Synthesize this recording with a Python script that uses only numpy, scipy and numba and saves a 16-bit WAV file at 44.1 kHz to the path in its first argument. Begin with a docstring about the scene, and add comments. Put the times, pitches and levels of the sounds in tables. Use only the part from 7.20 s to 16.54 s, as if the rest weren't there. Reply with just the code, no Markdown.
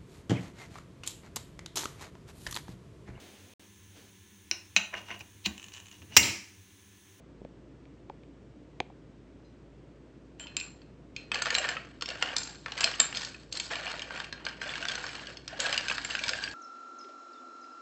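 """A long metal spoon stirs ice cubes in a tall glass of coffee, close to a phone microphone in a quiet
kitchen. Spoon and cubes knock on the glass, whose modes the drink damps; the spoon pings high; lesser
collisions and bubbles rattle between the knocks. Before the stirring starts, about 3 s in, come a few
dull taps and ticks right at the microphone and one faint, far ring. A fridge hums in the background."""
import sys
import numpy as np
from scipy import signal
from scipy.fft import rfft, irfft
from scipy.io import wavfile
from scipy.ndimage import uniform_filter1d
from numba import njit

SR = 44100
rng = np.random.default_rng(int(sys.argv[2]) if len(sys.argv) > 2 else 0)


def master(y):
    """Save y as 16-bit WAV."""
    cut = np.clip(np.atleast_2d(y).T, -1, 1)
    pcm = np.round(cut * 32767)  # scale
    wavfile.write(sys.argv[1], SR, pcm.astype(np.int16))


N = 411894

# Blows on the glass, close up: (time [s], level [dB], deep modes [dB], bright modes [dB], cube ring [Hz])
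KNOCKS = [(3.1965, -41, -9, -9, 2920), (3.269, -33.5, -20, -15, 3010), (3.3667, -24, -12, -2, 2610),
          (3.3991, -34.5, -13, -1.5, 4200), (3.411, -31.5, -16, -24, 2480), (3.617, -52, -1, -7, 4500),
          (3.9633, -29.5, -17, -4.5, 2475), (4.1166, -20.5, -6, -12.5, 2580),
          (4.144, -24.5, -9, -3.5, 3030), (4.1556, -22.5, -12, -18, 1670), (4.2199, -21.5, -3, -1, 1420),
          (4.2505, -33, -10, -5, 2700), (4.2665, -29, 8, -4, 2550), (4.2567, -27, 4.5, -3, 1840),
          (4.304, -17, -17, -9.5, 1793), (4.343, -24, -16, -6, 5500), (4.35, -15, -12.5, -9.5, 4070),
          (4.383, -18.5, -9, -6, 2820), (4.4476, -23, -3.5, -35, 1786), (4.4887, -23, -4, -8, 1754),
          (4.5676, -25.5, -2, -21, 1310), (4.8099, -36, -14, 0.5, 1330), (4.822, -28, 1.5, 0.5, 2840),
          (4.858, -27.5, -30, -11, 5400), (4.888, -30, -8, -1.5, 2810), (4.902, -30, -12, -6, 2750),
          (5.0242, -18.5, 0.5, -7, 2827), (5.1649, -27.5, -2, 8, 5200), (5.182, -47.5, -19, 23.5, 4500),
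          (5.232, -44, -20, 12, 4700), (5.46, -27.5, 0, -12.5, 1316), (5.4822, -36.5, 5.5, -13, 1116),
          (5.52, -30, -7, -4, 2900), (5.577, -28, -8, -15, 1970), (5.607, -20, -34, -7, 2647),
          (5.6308, -19.5, -4, -27, 2590), (5.6415, -13.5, -21, -3.5, 4260), (5.6743, -24, -0.5, -17, 2910),
          (5.7386, -29.5, -5, -23, 2940), (5.8008, -14, -6, -3.5, 3710), (5.926, -31.5, -2, -12, 2840),
          (5.9478, -26.5, -31, -13, 4260), (5.9707, -25.5, -30, -3, 5080), (6.048, -34, -18, 3, 4550),
          (6.145, -36, -8, -19, 2530), (6.3257, -34.5, -19, 8.5, 4470), (6.3713, -30, -20, 3.5, 4200),
          (6.3991, -24.5, -11, -3.5, 4370), (6.5062, -30, -12, -19, 1630), (6.518, -38, 1, -8, 1780),
          (6.5341, -26.5, -13, -16, 1700), (6.6364, -34, -20, -14, 2850), (6.7152, -34, -2, -2, 1660),
          (6.7397, -34.5, 1.5, -26, 1390), (6.5546, -27, -19, -8, 2900), (6.6664, -26, -9, -18, 2740),
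          (6.7936, -30, -19, -6.5, 2800), (6.819, -29.5, -7, -5.5, 2880), (6.9063, -39.5, 12.5, -6, 1240),
          (7.001, -26, -6, -11, 1598), (7.043, -32, -27, -10, 2750), (7.126, -29.5, -5.5, -5.5, 1633),
          (7.251, -40.5, 2, 6.5, 4500), (7.2656, -23, 0, -14, 1614), (7.286, -37.5, -16, -2, 2800),
          (7.4156, -23.5, -7.5, -13.5, 1585), (7.4386, -33, -12, -13, 1610), (7.4655, -30, -5, -19, 1570),
          (7.5369, -27, -11, -13, 2230), (7.4915, -27.5, -10, -22, 3460), (7.5545, -26, -21, -11, 1630),
          (7.626, -25, -18, -14.5, 1520), (7.6523, -28, 1.5, -4.5, 1590), (7.6838, -21.5, -28, -8, 3460),
          (7.696, -25, -7, -20, 1590), (7.7174, -28.5, -23, -5.5, 3180), (7.7773, -30.5, -4, -17, 1470),
          (7.753, -28.5, -14, -2.5, 1490), (7.8402, -31, 2, -16, 1520), (7.8651, -34, 3, -4, 1650),
          (7.8906, -31, -8, -6.5, 2380), (7.9519, -32.5, -5, -6, 4230), (7.9943, -34, -3, -16, 2810),
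          (8.07, -32.5, -21, -9, 2870), (8.1704, -35.5, -6, -5.5, 4380), (8.278, -35, -3, 3.5, 4900),
          (8.4014, -22, -38, -1.5, 6780), (8.4588, -22.5, -20, -11.5, 2610), (8.5264, -24, -3, -2, 3000),
          (8.542, -25, -12, -8, 2700), (8.577, -17.5, -26, -7, 2820), (8.683, -22.5, -19, -6.5, 1570),
          (8.6982, -20.5, -10, -16, 2620), (8.7129, -21, -4.5, -19, 1610), (8.781, -28, 3, -7, 1680),
          (8.8487, -26, -3.5, -9, 2180), (8.907, -25, -22, -12.5, 2740), (8.951, -19.5, -11, -13.5, 1600),
          (8.991, -26, -23, -8, 2390), (9.0377, -21, -20, -10, 2300), (9.0811, -23.5, -16, -5, 1590),
          (9.0913, -27, 1, 3.5, 4900), (9.1335, -21.5, -6, -11, 1630), (9.2382, -23, -25, -10.5, 4730),
          (9.276, -23.5, -32, -26, 1610)]
# Worktop under the glass: (frequency [Hz], level against the blow [dB], t60 [s])
WORKTOP_MODES = [(140, -33.5, 0.06), (223, -30.5, 0.19)]
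# Rim of the glass: (frequency [Hz], level against the blow [dB], t60 [s])
RIM_MODES = [(2520, -20, .35), (2680, -16, .2), (4160, -19, .3)]


def knocks(churn_from_s=4.1):
    """Hard blows: a dry crack, then glass, struck cube, worktop and, in a still drink, the rim ring."""
    times, blow_db, deep_db, bright_db, cube_hz = np.transpose(KNOCKS)
    weak_db = np.minimum(blow_db + bright_db + 22, 0)  # weak blows lack the very top

    def colour(hz):
        deep = deep_db[:, None] * (1 - octave_ramp(hz, 1700, .5))
        bright = bright_db[:, None] * octave_ramp(hz, 3000, .4)
        top = weak_db[:, None] * octave_ramp(hz, 6200, .5)
        return blow_db[:, None] + deep + bright + top
    click = crack(times, colour, t60=.012, contact_s=.0012, count=28)
    body = glass(times, colour, detune=.02, damping=1.1, contact_s=.0012)
    cube = rings(times, blow_db + 1.5, cube_hz, t60=.022, contact_s=.0012)
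    afterring = rings(times, blow_db - 20.5, cube_hz, t60=240 / cube_hz, contact_s=.0036)
    hz, db, t60 = np.transpose(WORKTOP_MODES)
    thump = rings(times[:, None], blow_db[:, None] + db, hz, t60, contact_s=.001)
    hz, db, t60 = np.transpose(RIM_MODES)
    still = times < churn_from_s
    rim = rings(times[still, None], blow_db[still, None] + db, hz, t60, contact_s=.003)
    return click * undb(-1) + body * undb(-8) + cube + afterring + thump + rim


# The filled glass: (frequency [Hz], relative level [dB], t60 before extra damping [s])
GLASS_MODES = [(485, -9.5, 0.042), (725, -14, 0.092), (925, -14.5, 0.052), (1121, -15, 0.1),
               (1422, -10, 0.094), (1593, -11, 0.082), (1804, -2, 0.036), (2269, -4.5, 0.026),
               (2427, -7, 0.035), (2610, -11.5, 0.052), (2820, -2, 0.014), (3215, -1.5, 0.032),
               (3724, 14.5, 0.0078), (4224, 6.5, 0.022), (4500, 12, 0.014), (5010, 6.5, 0.023),
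               (5564, 8.5, 0.011), (6423, 2.5, 0.032), (7646, 6.5, 0.032)]


def glass(times, colour, detune, damping, contact_s, scatter_db=4):
    """Each blow lands elsewhere and the drink moves, so every mode varies in level, pitch and phase."""
    hz, db, t60 = np.transpose(GLASS_MODES)
    size, mistune, phase = np.moveaxis(rng.standard_normal((len(times), len(hz), 3)), -1, 0)
    mode_db = db + colour(hz) + scatter_db * size
    return rings(times[:, None], mode_db, hz * (1 + detune * mistune), t60 / damping, contact_s, phase)


def crack(times, colour, t60, contact_s, count):
    """The ice and the contact itself: very short rings of random pitch merge into a dry, broad click."""
    offset, phase = np.moveaxis(rng.random((len(times), count, 2)), -1, 0)
    hz = 600 * 16 ** ((np.arange(count) + offset) / count)
    edges_db = -5 * octave_ramp(hz, 5000, 1) - 8 * np.clip(np.log2(1500 / hz), 0, 2)
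    return rings(times[:, None], colour(hz) + edges_db, hz, t60, contact_s, phase)


# Pings of the spoon, close up: (time [s], level [dB], t60 as the grip allows [s])
SPOON_PINGS = [(3.1963, -40.5, 0.17), (3.367, -23, 0.028), (3.399, -39.5, 0.3), (4.22, -38, 0.13),
               (4.354, -37, 0.21), (4.382, -24.5, 0.061), (4.488, -38, 0.098), (5.168, -38, 0.47),
               (5.607, -28, 0.086), (5.8, -11, 0.056), (5.852, -30, 0.068), (6.3983, -31, 0.029),
               (8.4048, -38, 0.21), (8.8472, -31, 0.047)]
# High modes of the spoon: (frequency [Hz])
SPOON_MODES = [7310, 7365, 7460, 7565, 7640]


def spoon(main_hz=7380):
    """Closely spaced modes of the metal beat against each other; those near main_hz are strongest."""
    times, db, t60 = np.transpose(SPOON_PINGS)[..., None]
    hz = np.array(SPOON_MODES)
    falloff_db = -9 * np.minimum(np.abs(hz - main_hz) / 150, 1.5)
    phase = rng.random((len(times), len(hz)))
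    return rings(times, db + falloff_db, hz, t60, contact_s=.00014, phase=phase)


# One slide along the rim: (start [s], length [s], level per slip [dB], ring [Hz], t60 [s])
RIM_SLIDE = (3.198, .045, -48, 3110, .05)


def scrape(slips=24):
    """The spoon sticks and slips on the rim; the dense ticks keep one ring alive."""
    start, length, db, hz, t60 = RIM_SLIDE
    moment, mistune, phase = rng.random((slips, 3)).T
    times = start + length * moment
    ticks = crack(times, lambda _: db - 6, t60=.008, contact_s=.0008, count=10)
    return ticks + rings(times, db, hz * (1 + .06 * (mistune - .5)), t60, contact_s=.0012, phase=phase)


# Pushes through the ice: (start [s], length [s], level [dB], change over the push [dB], bright modes [dB])
PUSHES = [(3.195, 0.042, -46, -4, -13.5), (3.37, 0.026, -53.5, 5, -6), (3.96, 0.043, -56.5, 1, -8),
          (4.14, 0.049, -27, -8, -12), (4.268, 0.21, -33, 1, -12), (4.881, 0.12, -36, -7, -10),
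          (5.013, 0.14, -35.5, -3, -13.5), (5.155, 0.11, -46, -3, 15), (5.474, 0.1, -49.5, 10.5, -8.5),
          (5.576, 0.085, -31.5, -3, -4), (5.795, 0.024, -34, -2.5, -7), (5.948, 0.073, -37.5, -3, -0.5),
          (6.32, 0.12, -48, 1.5, 4.5), (6.505, 0.16, -34, -5, -9.5), (6.649, 0.26, -33.5, -13, -10.5),
          (6.918, 0.06, -40, 2.5, -11.5), (7.135, 0.07, -55, 10.5, -18.5), (7.273, 0.033, -42, -2, -13),
          (7.41, 0.22, -35, -4.5, -9), (7.673, 0.43, -37.5, -7.5, -7), (8.292, 0.044, -40, -3.5, -14),
          (8.381, 0.19, -33.5, 1, -7), (8.685, 0.17, -36, -8, -2.5), (8.887, 0.35, -37.5, -2.5, -2.5)]


def stirring(per_s, from_s=3, rise_db_s=1401, settle_db_s=100):
    """Pushes start fast and settle slowly: random times, their level, brightness and two chance draws."""
    start, length, push_db, change_db, bright_db = np.transpose(PUSHES)
    span_s = N / SR - from_s
    moment, *chances = rng.random((int(per_s * span_s), 3)).T
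    times = from_s + moment * span_s
    since = times[:, None] - start
    held_db = push_db + change_db * np.clip(since / length, 0, 1)
    fade_db = rise_db_s * np.minimum(since, 0) - settle_db_s * np.maximum(since - length, 0)
    power = undb(2 * (held_db + fade_db)) + 1e-30
    total = power.sum(axis=1)
    return times, 10 * np.log10(total), power @ bright_db / total, chances


def rattle():
    """Many small cube collisions, mostly soft and a few sharp, click and ring the glass."""
    times, stir_db, bright_db, (force, _) = stirring(per_s=350)
    hit_db = stir_db + 1 - 3.2 * np.log(1 - .98 * force)

    def colour(hz):
        return hit_db[:, None] + bright_db[:, None] * octave_ramp(hz, 3000, .4)
    body = glass(times, colour, detune=.035, damping=1, contact_s=.0015)
    click = crack(times, colour, t60=.018, contact_s=.0015, count=14)
    return lowpass(body * undb(-13.5) + click * undb(-10.5), 6500, order=1)  # light contacts are dull


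# Rings of the loose cubes: (frequency [Hz], relative level [dB], t60 [s])
CUBE_RINGS = [(1610, -3.5, 0.046), (2884, 2, 0.018), (4358, 0.5, 0.019)]
# Rise and fall of the lowest cube ring: (time [s], gain [dB])
LOW_RING_GAIN = [(3.0, -24), (4.3, -1), (5.3, 0.5), (6.4, 0), (7.3, -2), (8.4, 4), (9.34, 10)]


def jostle():
    """Middling collisions: a small click, and one cube rings briefly, a little off pitch each time."""
    times, stir_db, bright_db, (pick, force) = stirring(per_s=260)
    cube = (pick * len(CUBE_RINGS)).astype(int)
    hz, db, t60 = np.transpose(CUBE_RINGS)[:, cube]
    hit_db = stir_db - 3 - 2 * np.log(1 - force)
    low_db = np.interp(times, *np.transpose(LOW_RING_GAIN))
    colour_db = np.choose(cube, [low_db, 0, .4 * bright_db])
    detuned_hz = hz * (1 + .033 * rng.standard_normal(len(times)))
    ring = rings(times, hit_db + db + colour_db, detuned_hz, t60, contact_s=.0015)
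    click_db = hit_db - 7 + 6.2 * rng.standard_normal(len(times)) + .75 * bright_db
    return ring + crack(times, lambda _: click_db[:, None], t60=.0061, contact_s=.00013, count=14)


def bubbles():
    """Air pockets closing in the drink chirp upwards."""
    times, stir_db, _, (pitch, force) = stirring(per_s=60)
    hz = 500 * 2 ** (1.9 * pitch ** 1.3)
    db = stir_db - 3 - 2.4 * np.log(1 - force)
    return rings(times, db, hz, t60=28 / hz, contact_s=.0014, glide_hz_s=hz ** 2 / 70)


# Taps right at the microphone: (time [s], tick level [dB], thud level [dB], thud pitch [ratio])
TAPS = [(0.216, -64, -45, 0.53), (0.249, -45.5, -43, 0.73), (0.6548, -47, -76, 0.88),
        (0.898, -40, -40, 1.15), (1.035, -47, -70, 1.05), (1.6029, -14, -30, 1.05),
        (1.7004, -53, -52, 1.04)]
# Modes of the tick: (frequency [Hz], relative level [dB], t60 [s])
TICK_MODES = [(2370, -4, 0.0082), (3160, 2, 0.0015), (6270, -24, 0.014)]
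# Modes of the tapped body: (base frequency [Hz], relative level [dB], t60 [s])
THUD_MODES = [(360, 6, 0.023), (485, 4.5, 0.027), (725, 15, 0.015)]


def taps():
    """A sharp tick, then the body behind it answers with a short thud."""
    times, tick_db, thud_db, pitch = np.transpose(TAPS)[..., None]
    hz, db, t60 = np.transpose(TICK_MODES)
    tick = rings(times, tick_db + db, hz, t60, contact_s=.0001)
    hz, db, t60 = np.transpose(THUD_MODES)
    return tick + rings(times + .00135, thud_db + db, hz * pitch, t60, contact_s=.00055)


# A ring far from the microphone: (frequency [Hz], level [dB], t60 [s])
FAR_RING_MODES = [(3950, -72, .3), (4160, -71, .35), (4980, -73, .35), (6150, -78, .25)]


def far_ring(at_s=2.245):
    """A few faint, high modes sound once and die away."""
    hz, db, t60 = np.transpose(FAR_RING_MODES)
    return rings(at_s, db, hz, t60, contact_s=.0014)


# Spectrum of the quiet kitchen: (frequency [Hz], relative density [dB])
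ROOM_TONE_SPECTRUM = [(15, -50), (25, -29), (43, -18), (132, -2.5), (240, -8.5), (272, -2.5), (682, -19),
                      (791, -26), (874, -24.5), (2740, -33.5), (4080, -39.5), (8300, -44.5), (9300, -52),
                      (12400, -91.5)]


def room_tone():
    """Smooth, steady noise around the microphone, strongest in the bass."""
    hz, db = np.transpose(ROOM_TONE_SPECTRUM)
    bin_hz = np.maximum(np.arange(N // 2 + 1) * SR / N, 1)
    shape = undb(np.interp(np.log(bin_hz), np.log(hz), db))
    return level(irfft(rfft(rng.standard_normal(N)) * shape, N), db=-53)


def fridge(hum_hz=56.6, waver_hz=2.05):
    """The fridge hums on one low tone that wavers in pitch."""
    drift = level(uniform_filter1d(rng.standard_normal(N), int(.08 * SR)), db=0)
    return level(np.sin(2 * np.pi * np.cumsum(hum_hz + waver_hz * drift) / SR), db=-59.5)


def walls(x, wet_db, t60=.3):
    """Hard kitchen walls add a decaying noise tail, duller than the direct sound."""
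    t = np.arange(SR // 2) / SR
    tail = rng.standard_normal(len(t)) * np.exp(-np.log(1000) * t / t60) * np.clip(t / .0042, 0, 1)
    tail = lowpass(signal.lfilter([1], [1, -.4], tail), 8000, order=6)
    return x + undb(wet_db) * signal.fftconvolve(x, tail / np.sqrt(np.sum(tail ** 2)))[:N]


def rings(times, db, hz, t60, contact_s, phase=0, glide_hz_s=0):
    """Struck modes: one decaying sine per entry, swelling over the contact time; phase is in cycles."""
    columns = np.broadcast_arrays(times, db, hz, t60, phase, glide_hz_s)
    times, db, hz, t60, phase, glide_hz_s = (np.ravel(column) * 1. for column in columns)
    gain = undb(db) * np.exp(2j * np.pi * phase)
    pole = np.exp(2j * np.pi * hz / SR - np.log(1000) / (np.maximum(t60, .002) * SR))
    glide = np.exp(2j * np.pi * glide_hz_s / SR ** 2)
    return sum_phasors((times * SR).astype(np.int64), gain, pole, glide, np.exp(-1 / (contact_s * SR)))


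@njit
def sum_phasors(start, gain, pole, glide, rise):
    """Each ring turns and shrinks sample by sample until it is 60 dB down."""
    out = np.zeros(N)
    for k in range(len(start)):
        phasor, step, held_back = gain[k], pole[k], 1.
        floor = abs(phasor) * 1e-3
        for i in range(start[k], N):
            held_back *= rise
            out[i] += phasor.imag * (1 - held_back)
            phasor, step = phasor * step, step * glide[k]
            if i % 64 == 0 and abs(phasor) < floor:
                break
    return out


def octave_ramp(hz, from_hz, octaves):
    return np.clip(np.log2(hz / from_hz) / octaves, 0, 1)


def lowpass(x, hz, order):
    return signal.sosfilt(signal.butter(order, hz, fs=SR, output="sos"), x)


def undb(db):
    return 10 ** (np.asarray(db) / 20)


def level(x, db):
    return x * undb(db) / np.sqrt(np.mean(x ** 2))


def scene():
    """Mono, close to the glass; the taps are closer still, so the walls add less to them."""
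    contacts = knocks() + spoon() + scrape()
    loose_ice = lowpass(rattle() + jostle(), 8000, order=10)  # the drink swallows the top
    foreground = walls(contacts + loose_ice + bubbles(), wet_db=-13) + walls(taps(), wet_db=-27.5)
    return (foreground + far_ring() + room_tone() + fridge())[None]


def record(dry):
    """The phone microphone fades the treble, then cuts the top."""
    top_cut = signal.ellip(6, .5, 42, 9500, fs=SR, output="sos")
    return signal.sosfilt(top_cut, lowpass(dry, 8200, order=4))


dry = scene()
out = record(dry)
master(out)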